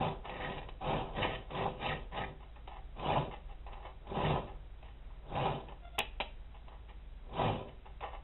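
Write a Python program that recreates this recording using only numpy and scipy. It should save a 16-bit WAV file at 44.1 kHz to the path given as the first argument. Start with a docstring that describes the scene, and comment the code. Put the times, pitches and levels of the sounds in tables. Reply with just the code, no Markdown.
"""A small workshop with a low hum: a round hand file cuts notches into a knife blade clamped in a bench vise.
Catching teeth are uneven pulses plus grit, rung through the resonances of bench, vise and blade.
Between strokes the file skips lightly back, touches the blade, squeaks faintly and twice knocks on the steel.
Touches are filtered blows with chatter, squeaks are unsteady harmonics; a narrow-band microphone hears them.
A very bright overload click, one filtered impulse, is added after the microphone during the hard knock."""
import sys
import numpy as np
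from scipy import signal
from scipy.fft import rfft, irfft
from scipy.io import wavfile

SR = 44100
rng = np.random.default_rng(int(sys.argv[2]) if len(sys.argv) > 2 else 0)


def transcribe(u):
    """Save the signal u as a 16-bit wav file named by the first command-line argument.

    u: samples, shape (n,) or (channels, n), limited to [-1, 1]; the rate is SR.
    q: integer samples, one column per channel.
    """
    v = np.clip(np.atleast_2d(u).T, -1, 1)
    q = np.round(v * 32767).astype(np.int16)
    wavfile.write(sys.argv[1], SR, q)


N = 362943
TIME = np.arange(N) / SR
SIZE = 16384  # samples per impulse response
HZ = np.maximum(np.fft.rfftfreq(SIZE, 1 / SR), 1)
EDGE_DB = 20  # change over one lead-in, attack or release


def from_db(db):
    """Decibels to gain."""
    return np.exp(np.asarray(db) * (np.log(10) / 20))


def rms_one(x):
    """Scale to rms 1."""
    return x / np.sqrt(np.mean(x ** 2) + 1e-20)


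def convolve(x, response):
    """Play x through an impulse response."""
    return signal.fftconvolve(x, response)[:N]


def drift(rate_hz):
    """Random course: normal draws at rate_hz, joined by straight lines."""
    return np.interp(TIME * rate_hz, np.arange(N), rng.standard_normal(N))


def shape_db(points):
    """Spectrum points joined on a log-frequency axis."""
    hz, db = np.transpose(points)
    return np.interp(np.log(HZ), np.log(hz), db)


def causal(gain):
    """Minimum-phase impulse response of a gain spectrum, by folding its cepstrum."""
    cepstrum = irfft(np.log(gain + 1e-9))
    cepstrum[1:SIZE // 2] *= 2
    cepstrum[SIZE // 2 + 1:] = 0
    return irfft(np.exp(rfft(cepstrum)))


def band(low_hz, high_hz, order=8):
    """Band gain with smooth edges, steeper for a higher order."""
    low_edge = 1 + (low_hz / HZ) ** (2 * order)
    high_edge = 1 + (HZ / high_hz) ** (2 * order)
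    return 1 / np.sqrt(low_edge * high_edge)


def shake(force, gain):
    """A white force rings through a gain spectrum and keeps its rms."""
    response = causal(gain)
    return convolve(force, response / np.linalg.norm(response))


# rumble and hiss spectrum: (frequency [Hz], relative density [dB])
FLOOR_SPECTRUM = [(7, -5), (20, -3.5), (29, 0), (35, 9), (43, -7), (72, -11), (100, -12.5), (160, -21.5),
                  (270, -25.5), (850, -29), (1150, -33.5), (1700, -35.5), (3900, -38.5)]
# steady hum: (frequency [Hz], rms before wavering [dB])
HUM_TONES = [(53.3, -53), (120, -76), (147, -71)]
FLOOR_DB = -50


def background():
    """Low rumble and faint hiss are shaped noise; hum is sines wavering in pitch and level."""
    rumble = shake(rng.standard_normal(N), from_db(shape_db(FLOOR_SPECTRUM)))
    clock_s = np.cumsum(1 + 0.015 * drift(3.7)) / SR
    hum = np.zeros(N)
    for hz, db in HUM_TONES:
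        hum += from_db(db) * np.sqrt(2) * np.sin(2 * np.pi * (hz * clock_s + rng.random()))
    return from_db(FLOOR_DB) * rumble + from_db(0.61 * drift(9.5)) * hum


LANDING_DB = 12  # teeth engage this far below the full push
PUSH_CURVE, EASE_ROUNDING = 2.4, .45  # squareness of the rise; rounded share of the release


def push_db(engages_s, lead_in_s, attack_s, release_s):
    """The file settles on the steel, the push swells in an arch, then dies away at a steady rate."""
    age_s = TIME - engages_s
    settling = np.clip(-age_s / lead_in_s, 0, 10)
    rise = np.clip(1 - age_s / attack_s, 0, 1)
    fall = np.maximum(age_s - attack_s, 0) / release_s
    ease = np.hypot(fall, EASE_ROUNDING) - EASE_ROUNDING
    ease /= np.hypot(1, EASE_ROUNDING) - EASE_ROUNDING
    return -LANDING_DB * rise ** PUSH_CURVE - EDGE_DB * (settling + ease)


# cutting strokes: (engage time [s], lead-in [s], time to full push [s], release [s], relative vise bite [dB],
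#   bench shake re bite [dB], blade ring re bite [dB], tooth rasp re bite [dB])
CUT_STROKES = [ (-0.1, .05, 0.13, .14, -34, -3, -16.5, -13.5), (0.25, .012, 0.21, .25, -43, -2, -3, -9),
               (0.808, .012, .125, .185, -35.5, -2, -14, -11.5),
               (1.14, 0.062, 0.093, .19, -38, -0.5, -3.5, -7.5),
               (1.503, 0.014, .11, 0.15, -37.5, -1, -9, -10),
               (1.79, .03, 0.074, .165, -38.5, -1, -4.5, -5.5),
               (2.116, .012, .065, .145, -40.5, -1.5, -2.5, -10), (2.985, .04, .15, .17, -34, -2, -15, -11),
               (4.1, 0.068, .175, .195, -34.5, 0, -13.5, -12.5),
               (5.312, .1, .125, .205, -36, -0.5, -14, -11.5), (7.335, .075, .11, .2, -34.5, 0, -14, -11.5),
               ]
# brief level changes within a stroke: (time [s], vise change [dB], blade ring change [dB], rasp change [dB])
TONE_TURNS = [(0.445, 3, 8, 1), (0.57, 1, 5, 3), (1.235, 4, 8, 6), (1.665, 6, -17.5, -7),
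              (1.857, 2, -2, 5.5), (1.915, 1, 11, 0), (2.238, 1, 7, 1), (3.17, 4, -2, 1.5),
              (4.365, 8, -2, 0.5), (5.365, 4, 7, 1.5), (5.465, 5, -6, 2), (7.395, 3, 3.5, -0.5)]
BENCH_FOLLOWS, RING_FOLLOWS, RASP_FOLLOWS = 0.84, 1.55, 1.32  # dB per dB of push
TURN_S = .015  # time from the centre of a turn to 1/e of its dB change
BENCH_LAG_S = 0.0083  # the heavy bench takes a moment to get going


def stroke_gains():
    """One push drives vise, bench, blade ring and rasp; turns briefly change all but the bench."""
    bite, weight, ring, rasp = np.zeros((4, N))
    for s, lead_in_s, attack_s, release_s, db, bench_db, ring_db, rasp_db in CUT_STROKES:
        push = push_db(s, lead_in_s, attack_s, release_s)
        bite += from_db(db + push)
        weight += from_db(db + bench_db + BENCH_FOLLOWS * push)
        ring += from_db(db + ring_db + RING_FOLLOWS * push)
        rasp += from_db(db + rasp_db + RASP_FOLLOWS * push)
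    for s, vise_db, ring_db, rasp_db in TONE_TURNS:
        turn = np.exp(-np.minimum(np.abs(TIME - s) / TURN_S, 10) ** 2)
        bite *= from_db(vise_db * turn)
        ring *= from_db(ring_db * turn)
        rasp *= from_db(rasp_db * turn)
    weight = np.interp(TIME - BENCH_LAG_S, TIME, weight)
    return bite, weight, ring, rasp


def teeth(per_s, jitter, uneven_db, grit):
    """Teeth catch at an unsteady rate, each with its own strength; loose filings add grit as noise."""
    rate_hz = per_s * np.exp(jitter * drift(400))
    passed = np.floor(np.cumsum(rate_hz) / SR)
    strength = from_db(uneven_db * np.clip(rng.standard_normal(N), -2, 2))
    catches = np.diff(passed, prepend=0) * strength / np.sqrt(per_s)
    catches = signal.lfilter([1, -1], [1, -.995], catches)  # DC blocker
    return rms_one(rms_one(catches) + grit * rng.standard_normal(N))


# resonances of bench, vise and blade: (frequency [Hz], width [Hz], lift at ringing 1 [dB])
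STEEL_MODES = [(151.4, 6.7, 8), (235, 12, 4), (301, 13, 4), (386, 8.7, 13), (508, 21, 6), (587, 13, 5.5),
               (661, 24, 5.5), (762.5, 5.7, 10), (803.6, 35, 10), (864, 8, 1.5), (985, 14, 4),
               (1020, 31, 6), (1143, 14, 4.5), (1267, 18, 6.5), (1775, 20, 7), (1846, 77, 5.5),
               (1906, 19, 9), (1935, 19, 4.5), (1960, 17, 3.5), (2190, 8.2, 5.5), (2430, 65, 4.5),
               (2600, 90, 6.5), (2560, 26, 0.5), (2810, 34, 2), (2750, 77, 4), (3024, 71, 8.5),
               (3080, 18, 7.5), (3410, 290, 3), (3700, 52, -0.5), (3680, 36, 3)]


def steel(colour, ringing):
    """Gain from contact point to air: resonances stand on a broad colour."""
    power = np.ones_like(HZ)
    for hz, width_hz, lift_db in STEEL_MODES:
        power += (from_db(2 * lift_db * ringing) - 1) / (1 + (2 * (HZ - hz) / width_hz) ** 2)
    return from_db(shape_db(colour)) * np.sqrt(np.maximum(power, .1)) * band(1, 4300, order=12)


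def wander(force, gain, low_hz, high_hz, patchy_db, per_s, count):
    """The contact moves from tooth to tooth and favours now one group of resonances, now another."""
    edges_hz = np.geomspace(low_hz, high_hz, count + 1)
    groups = [causal(gain * band(low, high, order=24)) for low, high in zip(edges_hz, edges_hz[1:])]
    out = np.zeros(N)
    for group in groups:
        out += convolve(force * from_db(patchy_db * drift(per_s)), group)
    return out / np.linalg.norm(groups)


# broad colour of the cut: (frequency [Hz], relative density [dB])
CUT_SPECTRUM = [(50, -2), (95, -1), (170, 0), (260, -5.5), (430, -6), (560, -1.5), (680, -2.5), (830, -6),
                (980, -4.5), (1150, -12), (1480, -18), (1750, -15), (2800, -9), (3900, -14)]


def cutting():
    """Teeth catch faster in harder strokes; blade ring is set per stroke and fades faster than the bite."""
    bite, weight, ring, rasp = stroke_gains()
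    speed = (bite / bite.max() + .01) ** .3
    force = teeth(600 * speed, jitter=.2, uneven_db=4.5, grit=0.86)
    # the whole file judders more slowly than single teeth catch
    judder = teeth(260 * speed, jitter=.45, uneven_db=7.5, grit=1.1)
    held, free = steel(CUT_SPECTRUM, ringing=0.89), steel(CUT_SPECTRUM, ringing=1.9)
    bench = from_db(-0.36) * shake(judder * weight, held * band(30, 540))
    vise_force = force * bite * from_db(1.1 * drift(70))
    vise = from_db(-1.84) * shake(vise_force, held * band(604, 1550))
    # squared gains: mainly heavy strokes make the bench top boom and the jaws sing
    boom_force = force * weight * (weight / weight.max())
    boom = from_db(-0.5) * shake(boom_force, held * band(85, 165, order=4))
    jaw_force = judder * bite * (bite / bite.max())
    jaws = from_db(0.5) * shake(jaw_force, held * band(823, 844))
    blade = from_db(-4.5) * wander(force * ring, free, 1228, 2260, patchy_db=4.5, per_s=70, count=3)
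    tips = from_db(0.5) * wander(force * rasp, held, 2258, 3066, patchy_db=3.5, per_s=70, count=3)
    # fine chips tear off under weight
    tearing = rasp * ((weight + 1e-9) / (rasp + 1e-9)) ** 0.34
    chips = from_db(-8) * wander(force * tearing, held, 3030, 3854, patchy_db=4, per_s=60, count=2)
    # faint noise above 4 kHz follows the rasp
    upper_leak = from_db(-3) * shake(force * rasp, band(4100, 5200))
    return bench + vise + boom + jaws + blade + tips + chips + upper_leak


# slides with hardly any pressure: (time [s], length [s], relative vise level [dB], relative blade ring [dB])
LIGHT_SLIDES = [ (0.244, 0.064, -46.5, -56), (1.325, 0.022, -46.5, -44), (2.404, 0.034, -57.5, -66.5),
                (2.563, 0.0066, -55.5, -76), (2.678, 0.1, -51, -60), (3.311, 0.028, -44.5, -50),
                (3.49, .025, -56.5, -64), (3.668, 0.12, -53, -73), (3.805, 0.088, -50, -61),
                (4.472, 0.024, -50.5, -60.5), (4.835, 0.053, -58.5, -59.5), (5.105, 0.013, -62.5, -77),
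                (5.683, 0.033, -49, -63), (6.544, 0.013, -56, -60.5), (6.671, 0.077, -57.5, -81),
                (6.89, 0.0083, -54, -56.5), (7.673, 0.018, -55.5, -56), (7.859, 0.028, -55.5, -63.5),
                (8.011, 0.068, -47.5, -60), (8.118, 0.046, -50, -58.5), ]
SLIDE_ATTACK_S, SLIDE_RELEASE_S = 0.0087, .055  # time per EDGE_DB


def slide_gains():
    """Each light slide sets in quickly, holds and fades; gains of vise and blade."""
    touch, ring = np.zeros((2, N))
    for s, length_s, db, ring_db in LIGHT_SLIDES:
        before = np.maximum(s - TIME, 0) / SLIDE_ATTACK_S
        after = np.maximum(TIME - s - length_s, 0) / SLIDE_RELEASE_S
        contact = from_db(-EDGE_DB * np.minimum(before + after, 10))
        touch += from_db(db) * contact
        ring += from_db(ring_db) * contact
    return touch, ring


# broad colour of a slide: (frequency [Hz], relative density [dB])
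SLIDE_SPECTRUM = [(80, -11), (300, -2.5), (550, -4), (720, -4.5), (900, -2.5), (1150, -8), (1600, -21.5),
                  (1880, -13.5), (2300, -17), (2850, -18), (3300, -20.5), (3900, -24.5)]


def sliding():
    """Drawn back, the file skips over the tips of its teeth: uneven catches and grit."""
    force = teeth(np.full(N, 420.), jitter=0.54, uneven_db=6, grit=1.0) * from_db(3.2 * drift(55))
    body = steel(SLIDE_SPECTRUM, ringing=1.3)
    touch, ring = slide_gains()
    vise = from_db(-1.5) * shake(force * touch, body * band(630, 2300, order=2))
    blade = from_db(-4) * wander(force * ring, body, 1670, 4100, patchy_db=0.5, per_s=33, count=4)
    return vise + blade


# file strikes blade: (time [s], relative level [dB])
BLADE_TAPS = [(0.253, -32), (0.295, -30.5), (0.363, -39), (0.582, -31), (0.629, -37.5), (0.687, -31.5),
              (0.813, -39.5), (1.507, -35), (2.122, -41), (2.559, -43), (2.675, -36.5), (2.964, -44),
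              (2.996, -33), (3.665, -36), (3.73, -35), (4.07, -38.5), (4.827, -40.5), (5.353, -29.5),
              (5.455, -27.5), (5.685, -38.5), (5.982, -22), (5.986, -16), (5.989, -16), (6.003, -20),
              (6.201, -17.5), (6.206, -19), (6.681, -39.5), (6.891, -44), (8.007, -33.5), (8.037, -44)]
# broad colour of a strike: (frequency [Hz], relative density [dB])
TAP_SPECTRUM = [(60, -13.5), (250, -8), (550, -4), (860, 1), (1150, -7.5), (1450, -16.5), (1900, -14),
                (2150, -12), (2600, -5.5), (3000, -10), (3350, -12.5), (3900, -12.5)]
# the file's own ring: (frequency [Hz], width [Hz], lift at full hardness [dB])
FILE_MODE = (2530, 230, 3.6)


def tapping(chatter_s=0.009, chatter=0.22, bright_per_db=0.4, blow_db=13.5, hard_db=-30):
    """A blow and milliseconds of chatter; hard blows are brighter and ring the file too."""
    body, out = steel(TAP_SPECTRUM, ringing=0.34), np.zeros(N + SIZE)
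    age_s = TIME[:SIZE // 16]
    hz, width_hz, lift_db = FILE_MODE
    file_db = lift_db / (1 + (2 * (HZ - hz) / width_hz) ** 2)
    treble = band(1900, 9800, order=4)
    for s, db in BLADE_TAPS:
        force = chatter * rng.standard_normal(len(age_s)) * np.exp(-age_s / chatter_s)
        force[0] += 1
        hardness = np.clip((db - hard_db) / 10, 0, 1)
        bright_db = bright_per_db * (db - hard_db) * treble
        response = causal(body * from_db(hardness * file_db + bright_db))
        blow = signal.fftconvolve(force, response)[:SIZE]
        start = int(s * SR)
        out[start:start + SIZE] += from_db(db + blow_db) * blow / np.linalg.norm(blow)
    return out[:N]


# faint squeaks: (time [s], length [s], mean pitch [Hz], rms before arch and flutter [dB])
FILE_SQUEAKS = [(5.819, 0.08, 698.6, -54.5), (5.909, 0.075, 692.3, -60.5)]
# squeak partials: (multiple of pitch [1], relative level [dB])
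SQUEAK_PARTIALS = [(1, 1.5), (2, -7.5), (3, -13), (4, -15), (5, -10.5)]


def squeaking(waver=0.013, rough_db=4.0):
    """Stick and slip settle into a brief, unsteady tone: harmonics of a wavering pitch."""
    out = np.zeros(N)
    bend, flutter = 1 + waver * drift(120), from_db(rough_db * drift(150))
    for s, length_s, hz, db in FILE_SQUEAKS:
        on = (TIME > s) & (TIME < s + length_s)
        turns = np.cumsum(hz * bend[on]) / SR
        tone = sum(from_db(tone_db) * np.sin(2 * np.pi * k * turns) for k, tone_db in SQUEAK_PARTIALS)
        arch = np.sin(np.pi * (TIME[on] - s) / length_s)
        out[on] += from_db(db) * rms_one(tone) * flutter[on] * arch
    return out


def overload_click(s=5.991, db=-8.5):
    """A very bright overload click during the hard knock: one band-passed impulse."""
    spike = np.zeros(N)
    spike[round(s * SR)] = from_db(db)
    return convolve(spike, causal(band(6200, 11600, order=3)))


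# near surfaces: (delay [s], level re direct [dB])
SURFACE_ECHOES = [(0.0174, -21), (0.0211, -19)]
ROOM_T60_S, ROOM_DB = 0.32, -10.5  # tail decay; tail energy re direct


def workshop(x):
    """Close surfaces return a few echoes, the clutter a short, dense tail of decaying noise."""
    age_s = TIME[:SIZE]
    tail = rng.standard_normal(SIZE) * from_db(-60 * age_s / ROOM_T60_S) * (1 - np.exp(-age_s / 0.0033))
    response = from_db(ROOM_DB) * tail / np.linalg.norm(tail)
    response[0] += 1
    for delay_s, db in SURFACE_ECHOES:
        response[int(delay_s * SR)] += from_db(db)
    return convolve(x, response / np.linalg.norm(response))


def scene():
    """File and steel in the workshop, over its hum and rumble."""
    file_on_steel = cutting() + sliding() + tapping() + squeaking()
    return (workshop(file_on_steel) + background())[None]


MIC_TOP_HZ, CUTOFF_HZ = 3900, 15500


def record(dry, mirror_db=-53, top=.14, hiss_db=-99, leak_db=-40):
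    """The microphone rounds peaks and passes little above its narrow band; the click is added after it."""
    rounded = top * np.tanh(dry / top)
    mic_filter = signal.ellip(12, .1, 74, MIC_TOP_HZ, fs=SR, output="sos")
    narrow = signal.sosfilt(mic_filter, rounded)
    # a trace leaks past the filter; faint images mirror the band about 8 kHz
    leak = from_db(leak_db) * rounded
    mirror = from_db(mirror_db) * narrow * np.cos(2 * np.pi * 8000 * TIME)
    hiss = from_db(hiss_db) * rng.standard_normal(N)
    cutoff_filter = signal.ellip(10, .1, 80, CUTOFF_HZ, fs=SR, output="sos")
    return signal.sosfilt(cutoff_filter, narrow + leak + mirror + hiss + overload_click())


dry = scene()
out = record(dry)
transcribe(out)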